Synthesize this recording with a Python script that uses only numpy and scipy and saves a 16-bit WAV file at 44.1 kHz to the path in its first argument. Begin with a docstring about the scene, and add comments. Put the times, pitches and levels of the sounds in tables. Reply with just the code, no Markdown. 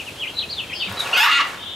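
"""In an outdoor aviary, parrots whistle gliding notes and a bird shifts on its perch with a bump
and a rustle. Then a macaw squawks: pulses from its voice box ring its throat in a rising screech
that breaks up and drops into a harsh rattle. A small bird trills afterwards.
The roof and frame throw the calls back, over the low rumble and hiss of the open air."""
import sys
import numpy as np
from scipy import signal
from scipy.fft import rfft, irfft
from scipy.io import wavfile
from scipy.ndimage import uniform_filter1d, minimum_filter1d

SR = 44100
rng = np.random.default_rng(int(sys.argv[2]) if len(sys.argv) > 2 else 0)


def log_audio(samples):
    """Write samples as a 16-bit WAV file to the path given in sys.argv[1]."""
    # one column per channel
    frames = np.atleast_2d(samples).T
    # limit to full scale, then quantise
    limited = np.clip(frames, -1, 1)
    pcm = np.round(limited * 32767).astype(np.int16)
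    wavfile.write(sys.argv[1], SR, pcm)


N = 77175
T = np.arange(N) / SR


# the macaw's screech: (time [s], pitch [Hz], level [dB], roughness [0-1])
SCREECH_PATH = [(1.132, 685, -14.5, .1), (1.139, 722, -13, .08), (1.144, 630, -20, .35),
                (1.157, 632, -24, .25), (1.161, 665, -15.5, .08), (1.174, 738, -14.5, .3),
                (1.198, 715, -14.5, .35), (1.203, 860, -16, .35), (1.222, 893, -14.5, .35),
                (1.243, 965, -14.5, .55), (1.285, 1040, -25, .7)]
# how the throat shapes it, beak shut and beak open: (frequency [Hz], gain [dB])
SHUT_TONE = [(300, -60), (700, -12.5), (1400, -8), (1950, -49), (2450, 16), (2900, 0), (3600, -15),
             (5400, -30), (15000, -67)]
OPEN_TONE = [(300, -42), (600, -25.5), (850, -2), (1450, 1), (2200, -6), (2700, 7), (3150, -8), (3600, -7),
             (5000, -17), (7600, -23), (8600, -29.5), (11300, -27), (13200, -18), (15200, -40)]

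def screech():
    """Pulses and puffs of breath ring the macaw's throat; the pitch climbs as the beak opens."""
    hz, db, rough = curves(SCREECH_PATH)
    cycles = np.cumsum(hz * (1 + .055 * rough * wander(rate_hz=470))) / SR
    buzz = (1 - rough) * pulses(cycles, harmonics=20) + rough * puffs(cycles)
    opening = beak_opening()
    voice = (1 - opening) * colour(buzz, SHUT_TONE) + opening * colour(buzz, OPEN_TONE)
    return steady(voice) * amp(db) * gate(SCREECH_PATH, edge_s=.003)


def beak_opening(start_s=1.156, end_s=1.175):
    """The beak goes from shut (0) to open (1)."""
    return np.clip((T - start_s) / (end_s - start_s), 0, 1)


# a higher note over the screech: (time [s], pitch [Hz], level [dB])
SECOND_PATH = [(1.14, 1486, -27), (1.158, 1537, -23), (1.175, 1609, -26.5), (1.205, 1674, -23),
               (1.245, 1773, -21)]
# its harmonics, the tones at 1, 2, 3... times its pitch: (gain [dB])
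SECOND_HARMONICS = [2, 9, 4, -3.5, -10, -11, -17, -12]

def second_voice():
    """The other side of the voice box sings its own rising note, brighter as the beak opens."""
    hz, db = curves(SECOND_PATH)
    phase = 2 * np.pi * np.cumsum(hz * (1 + .028 * wander(rate_hz=470))) / SR
    muffle_db = -2 * (1 - beak_opening())  # per harmonic
    note = sum(amp(gain_db + k * muffle_db) * np.sin(k * phase)
               for k, gain_db in enumerate(SECOND_HARMONICS, 1))
    return steady(note) * amp(db) * gate(SECOND_PATH, edge_s=.007)


# the macaw's rattle: (time [s], pulse rate [Hz], level [dB], roughness [0-1], mouth ring [Hz])
RATTLE_PATH = [(1.228, 326, -26, .8, 1650), (1.258, 334, -16.5, .8, 1380), (1.278, 322, -17, .6, 1130),
               (1.314, 280, -16, .16, 1340), (1.345, 279, -15.5, .07, 1430), (1.374, 281, -14, .08, 1400),
               (1.391, 272, -14, .3, 1270), (1.402, 304, -14, .42, 1230), (1.419, 310, -22.5, .41, 1260),
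               (1.442, 300, -37, .37, 1250)]
# how the throat shapes it when firm and when loose: (frequency [Hz], gain [dB])
FIRM_TONE = [(130, -54), (280, -15.5), (550, -28.5), (900, -39), (1130, -13), (1650, -6), (1970, 4.5),
             (2300, -3.5), (2790, -2.5), (3300, -8), (3900, -3.5), (5500, -26), (6500, -19), (15000, -45)]
LOOSE_TONE = [(200, -29), (600, -25.5), (1050, -6), (1950, 2.5), (2500, -8), (4100, -12), (15000, -52.5)]

def rattle():
    """Slower, hard pulses ring the throat, moving mouth and windpipe; ragged at both ends."""
    hz, db, rough, mouth_hz = curves(RATTLE_PATH)
    cycles = np.cumsum(hz * (1 + .18 * rough * wander(rate_hz=250))) / SR
    buzz = (1 - rough / 2) * pulses(cycles, harmonics=53) + (.68 + rough) * puffs(cycles)
    mouth = resonate(buzz, mouth_hz, width_hz=230)
    mouth = resonate(mouth, mouth_hz, width_hz=230)  # twice, for a sharper ring
    firm = colour(buzz, FIRM_TONE) + amp(db=1.5) * mouth
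    ragged = colour(buzz, LOOSE_TONE) + amp(db=8) * mouth
    loose = np.clip(rough / .47, 0, 1)
    voice = (1 - loose) * firm + loose * ragged
    windpipe = amp(db=7) * resonate(voice, hz=np.full(N, 2780), width_hz=170)
    return steady(voice + windpipe) * amp(db) * gate(RATTLE_PATH, edge_s=.0039)


# parrots nearby and birds farther off, one list per note: (time [s], pitch [Hz], level [dB])
NEAR_NOTES = [
    [(0, 2850, -26), (.016, 2400, -36)],
    [(.06, 3100, -43), (.085, 2650, -29), (.098, 2150, -44)],
    [(.175, 3000, -46), (.209, 3400, -30), (.237, 2620, -25), (.26, 1950, -40), (.278, 2800, -26),
     (.286, 3350, -33), (.297, 3150, -41)],
    [(.34, 4150, -42), (.362, 3950, -41), (.374, 3990, -24), (.385, 4080, -25), (.392, 4080, -16),
     (.402, 3100, -35)],
    [(.402, 3900, -35), (.414, 4250, -29), (.42, 3350, -30), (.437, 2520, -31), (.456, 2550, -45)],
    [(.49, 3950, -42), (.502, 4300, -30), (.515, 4950, -33), (.53, 4250, -25), (.545, 3550, -40)],
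    [(.566, 3750, -38), (.586, 3450, -24), (.597, 2950, -28), (.609, 2620, -25), (.619, 2750, -34)],
    [(.624, 3300, -36), (.643, 2250, -37)],
    [(.699, 2650, -33), (.717, 1850, -43), (.731, 2480, -28), (.741, 2900, -26)],
    [(.803, 3200, -29), (.819, 3050, -26), (.834, 2620, -22), (.845, 2620, -29)],
    [(.858, 3200, -30), (.882, 2150, -35)],
    [(.972, 3920, -33), (1.001, 3930, -29), (1.007, 3900, -17), (1.011, 3550, -28), (1.022, 3600, -35)],
    [(1.052, 2950, -38), (1.068, 2680, -26), (1.08, 2300, -36)],
]
FAR_NOTES = [
    [(.665, 3120, -48), (.79, 3180, -41)],
    [(.73, 5210, -47), (.765, 5250, -43), (.80, 5310, -61)],
    [(.755, 4650, -38), (.825, 4440, -47.5)],
    [(.80, 3587, -33.5), (.855, 3760, -40.5)],
]

def whistles(notes, wobble):
    """Birds whistle pure gliding notes; wobble is the waver as a share of the pitch."""
    out = np.zeros(N)
    for note in notes:
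        hz, db = curves(note)
        pitch = uniform_filter1d(hz, size=200) * (1 + wobble * wander(rate_hz=420))
        phase = 2 * np.pi * np.cumsum(pitch) / SR
        out += np.sqrt(2) * amp(db) * gate(note, edge_s=.0026) * np.sin(phase)
    return out


# how loud the trill is: (time [s], level [dB])
TRILL_LEVEL = [(1.57, -49), (1.635, -38), (1.75, -39.5)]

def trill(centre_hz=3350, sweep_hz=59, dip_db=-2.5):
    """A small bird sweeps a rough whistle quickly up and down, loudest at the top."""
    sweeps = np.cumsum(sweep_hz * (1 + .148 * wander(rate_hz=30.7))) / SR
    swing = np.sin(2 * np.pi * sweeps)
    rasp = .042 * wander(rate_hz=355)
    phase = 2 * np.pi * np.cumsum(centre_hz * (1 + .105 * swing + rasp)) / SR
    db = curves(TRILL_LEVEL)[0] + dip_db * (1 - swing) / 2
    return np.sqrt(2) * np.sin(phase) * amp(db) * gate(TRILL_LEVEL, edge_s=.011)


# bumps on the perch: (time [s], pitch [Hz], length [s], level [dB])
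PERCH_BUMPS = [(.868, 189.5, 0.053, -35), (.895, 100, 0.054, -35.5), (.91, 197, 0.039, -40)]

def perch():
    """Soft, low bumps as a bird shifts its weight."""
    out = np.zeros(N)
    for start, hz, length, db in PERCH_BUMPS:
        progress = np.clip((T - start) / length, 0, 1)
        swell = np.sin(np.pi * progress ** .65)
        out += amp(db) * np.sqrt(2) * swell * np.sin(2 * np.pi * hz * (T - start))
    return out


# feather strokes: (time [s], level [dB], fade time [s])
FEATHER_STROKES = [(0, -45, 0.21), (0.891, -41.5, 0.049), (0.991, -33.5, 0.058), (1.064, -48, 0.071),
                   (1.47, -44, .07)]
# their bright tone: (frequency [Hz], gain [dB])
FEATHER_TONE = [(500, -50), (2000, 4), (7500, 0), (12500, -4.5), (15000, -35)]

def rustle(rise_s=.00061):
    """Feathers make a grainy hiss in quick strokes that die away."""
    level = np.zeros(N)
    for start, db, fade_s in FEATHER_STROKES:
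        age = np.maximum(T - start, 0)
        level += amp(db) * np.minimum(age / rise_s, 1) * np.exp(-age / fade_s)
    grains = rng.standard_normal(N) * amp(2 * wander(rate_hz=600))
    return level * unit(colour(grains, FEATHER_TONE))


def tick(start_s=.9245, fade_s=.0017, above_hz=9500):
    """One tiny dry click close by, as of a claw."""
    treble = signal.butter(2, above_hz, "high", fs=SR, output="sos")
    hiss = unit(signal.sosfilt(treble, rng.standard_normal(N)))
    return amp(db=-30) * hiss * (T > start_s) * np.exp(-abs(T - start_s) / fade_s)


# how loud the rush of air is: (time [s], level [dB])
RUSH_LEVEL = [(.86, -41.5), (.93, -34.5), (1.01, -32.5), (1.16, -28.5), (1.3, -49), (1.47, -34.5),
              (1.68, -47)]
# its hoarse tone: (frequency [Hz], gain [dB])
RUSH_TONE = [(150, -22), (420, -7), (1200, -2.5), (2000, -8), (5000, -18.5), (15000, -35)]

def rush():
    """A hoarse, fluttering rush of air before, under and after the squawk."""
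    flutter = rng.standard_normal(N) * amp(2.56 * wander(rate_hz=185))
    return unit(colour(flutter, RUSH_TONE)) * amp(curves(RUSH_LEVEL)[0]) * gate(RUSH_LEVEL, edge_s=.14)


# the tone of the open air: (frequency [Hz], gain [dB])
OUTDOOR_TONE = [(20, -23), (88, 1), (130, -2), (500, -4), (2000, -11.5), (3200, -5.5), (5000, -16.5),
                (11000, -22.5), (15500, -31)]
# how loud it is: (time [s], level [dB])
OUTDOOR_LEVEL = [(0, -38), (1.1, -37.5), (1.21, -48.5), (1.41, -40.5), (1.55, -40), (1.75, -41)]
# how alike it is in both ears: (frequency [Hz], likeness [0-1])
EAR_LIKENESS = [(60, 1), (400, 0.97), (3000, 0.55)]

def air():
    """Distant rumble and hiss of the open air; the background level sinks around the squawk."""
    hz = np.fft.rfftfreq(N, 1 / SR)
    left, other = rfft(rng.standard_normal((2, N)))
    alike = look_up(EAR_LIKENESS, hz)
    right = alike * left + np.sqrt(1 - alike ** 2) * other
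    stereo = irfft(np.array([left, right]) * amp(look_up(OUTDOOR_TONE, hz)), N)
    return unit(stereo) * amp(curves(OUTDOOR_LEVEL)[0])


# how long the aviary rings: (frequency [Hz], time to fade by 60 dB [s])
ECHO_FADE = [(2000, 0.44), (14000, 0.37)]
# how far its echoes spread sideways: (frequency [Hz], gain [dB])
ECHO_SPREAD = [(500, -1), (5000, -0.5), (13000, -7.5)]

def aviary(x, pan_db, early_db, tail_db, early_s, width, bounces=14):
    """The roof and frame add a few early echoes and a short, blurred tail, in stereo."""
    size = SR // 2
    hz, t, noise = signal.stft(rng.standard_normal((2, size)), SR, nperseg=256)
    fade = amp(-60 * t / look_up(ECHO_FADE, hz)[:, None])
    build_up = np.minimum(t / .034, 1)
    tail = signal.istft(noise * fade * build_up, SR, nperseg=256)[1][:, :size]
    early = np.zeros((2, size))
    for channel in early:
        lateness = (np.arange(bounces) + rng.random(bounces)) / bounces
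        delays = ((.002 + lateness * early_s) * SR).astype(int)
        channel[delays] = rng.choice([-1, 1], bounces) * np.exp(-lateness)
    echo = amp(early_db) * early / np.linalg.norm(early[0])
    echo += amp(tail_db) * tail / np.linalg.norm(tail[0])
    middle, side = signal.fftconvolve(x[None], echo, axes=1)[:, :N]
    side = width * colour(side, ECHO_SPREAD)
    return np.array([(x + middle + side) * amp(pan_db / 2), (x + middle - side) * amp(-pan_db / 2)])


def pulses(cycles, harmonics):
    """One sharp pulse per cycle of the voice."""
    return unit(sum(np.cos(2 * np.pi * k * cycles) for k in range(1, harmonics + 1)))


def puffs(cycles, fade_cycles=.67):
    """One puff of breath per cycle of the voice."""
    return unit(np.exp(-(cycles % 1) / fade_cycles) * rng.standard_normal(N))


def resonate(x, hz, width_hz):
    """Rings like a hollow space whose pitch follows hz."""
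    spin = np.exp(2j * np.pi * np.cumsum(hz) / SR)
    decay = np.exp(-np.pi * width_hz / SR)
    return 2 * (spin * signal.lfilter([1 - decay], [1, -decay], x / spin)).real


def colour(x, tone, size=2048):
    """Turns each frequency up or down as a tone table says."""
    log_gain = np.log(amp(look_up(tone, abs(np.fft.fftfreq(size, 1 / SR)))))
    ring = np.fft.ifft(np.exp(np.conj(signal.hilbert(log_gain)))).real  # never ahead of the sound
    return signal.fftconvolve(x, ring[:size // 2])[:N]


def wander(rate_hz):
    """A smooth random wiggle, mostly slower than rate_hz."""
    hz = np.fft.rfftfreq(N, 1 / SR)
    return unit(irfft(rfft(rng.standard_normal(N)) / (1 + (hz / rate_hz) ** 4), N))


def curves(rows):
    """Joins the dots of a timed table, one curve per column after the time."""
    times, *columns = np.transpose(rows)
    return [np.interp(T, np.sort(times), column) for column in columns]


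def gate(rows, edge_s):
    """On from the first row's time to the last, with soft edges."""
    return np.clip(1 + np.minimum(T - rows[0][0], rows[-1][0] - T) / edge_s, 0, 1)


def look_up(rows, hz):
    """A frequency table's value at hz."""
    row_hz, value = np.transpose(rows)
    return np.interp(np.log(hz + 1), np.log(row_hz + 1), value)


def steady(x, size=700):
    """Evens out the strength from moment to moment."""
    power = uniform_filter1d(uniform_filter1d(x ** 2, size), size)
    return x / np.sqrt(abs(power) + 1e-12)


def unit(x):
    """Sets the average strength (rms) to 1."""
    return x / np.sqrt(np.mean(x ** 2) + 1e-20)


def amp(db):
    """Turns decibels into a multiplier."""
    return 10 ** (np.asarray(db) / 20)


def scene():
    """All the birds in the aviary, over the outdoor air."""
    parrots = aviary(whistles(NEAR_NOTES, wobble=.02),
                     pan_db=2, early_db=-4.5, tail_db=-13.5, early_s=.03, width=.54)
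    far_birds = aviary(trill() + whistles(FAR_NOTES, wobble=.0309),
                       pan_db=2.5, early_db=2, tail_db=0, early_s=.024, width=.76)
    macaw = aviary(screech() + second_voice() + rattle(),
                   pan_db=0, early_db=-6, tail_db=-10, early_s=.02, width=.5)
    stirring = aviary(rustle() + rush(), pan_db=0, early_db=-7.5, tail_db=-7.5, early_s=.015, width=.54)
    return macaw + parrots + far_birds + stirring + perch() + tick() + air()


def record(dry, ceiling=.56, top_hz=15750):
    """Quickly turns down the loudest peaks, then cuts the very highest treble."""
    allowed = np.minimum(1, ceiling / (abs(dry).max(0) + 1e-9))
    gain = uniform_filter1d(minimum_filter1d(allowed, size=300), size=300)
    treble_cut = signal.firwin(511, top_hz, window=("kaiser", 9), fs=SR)
    return signal.oaconvolve(dry * gain, treble_cut[None], "same")


dry = scene()
out = record(dry)
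log_audio(out)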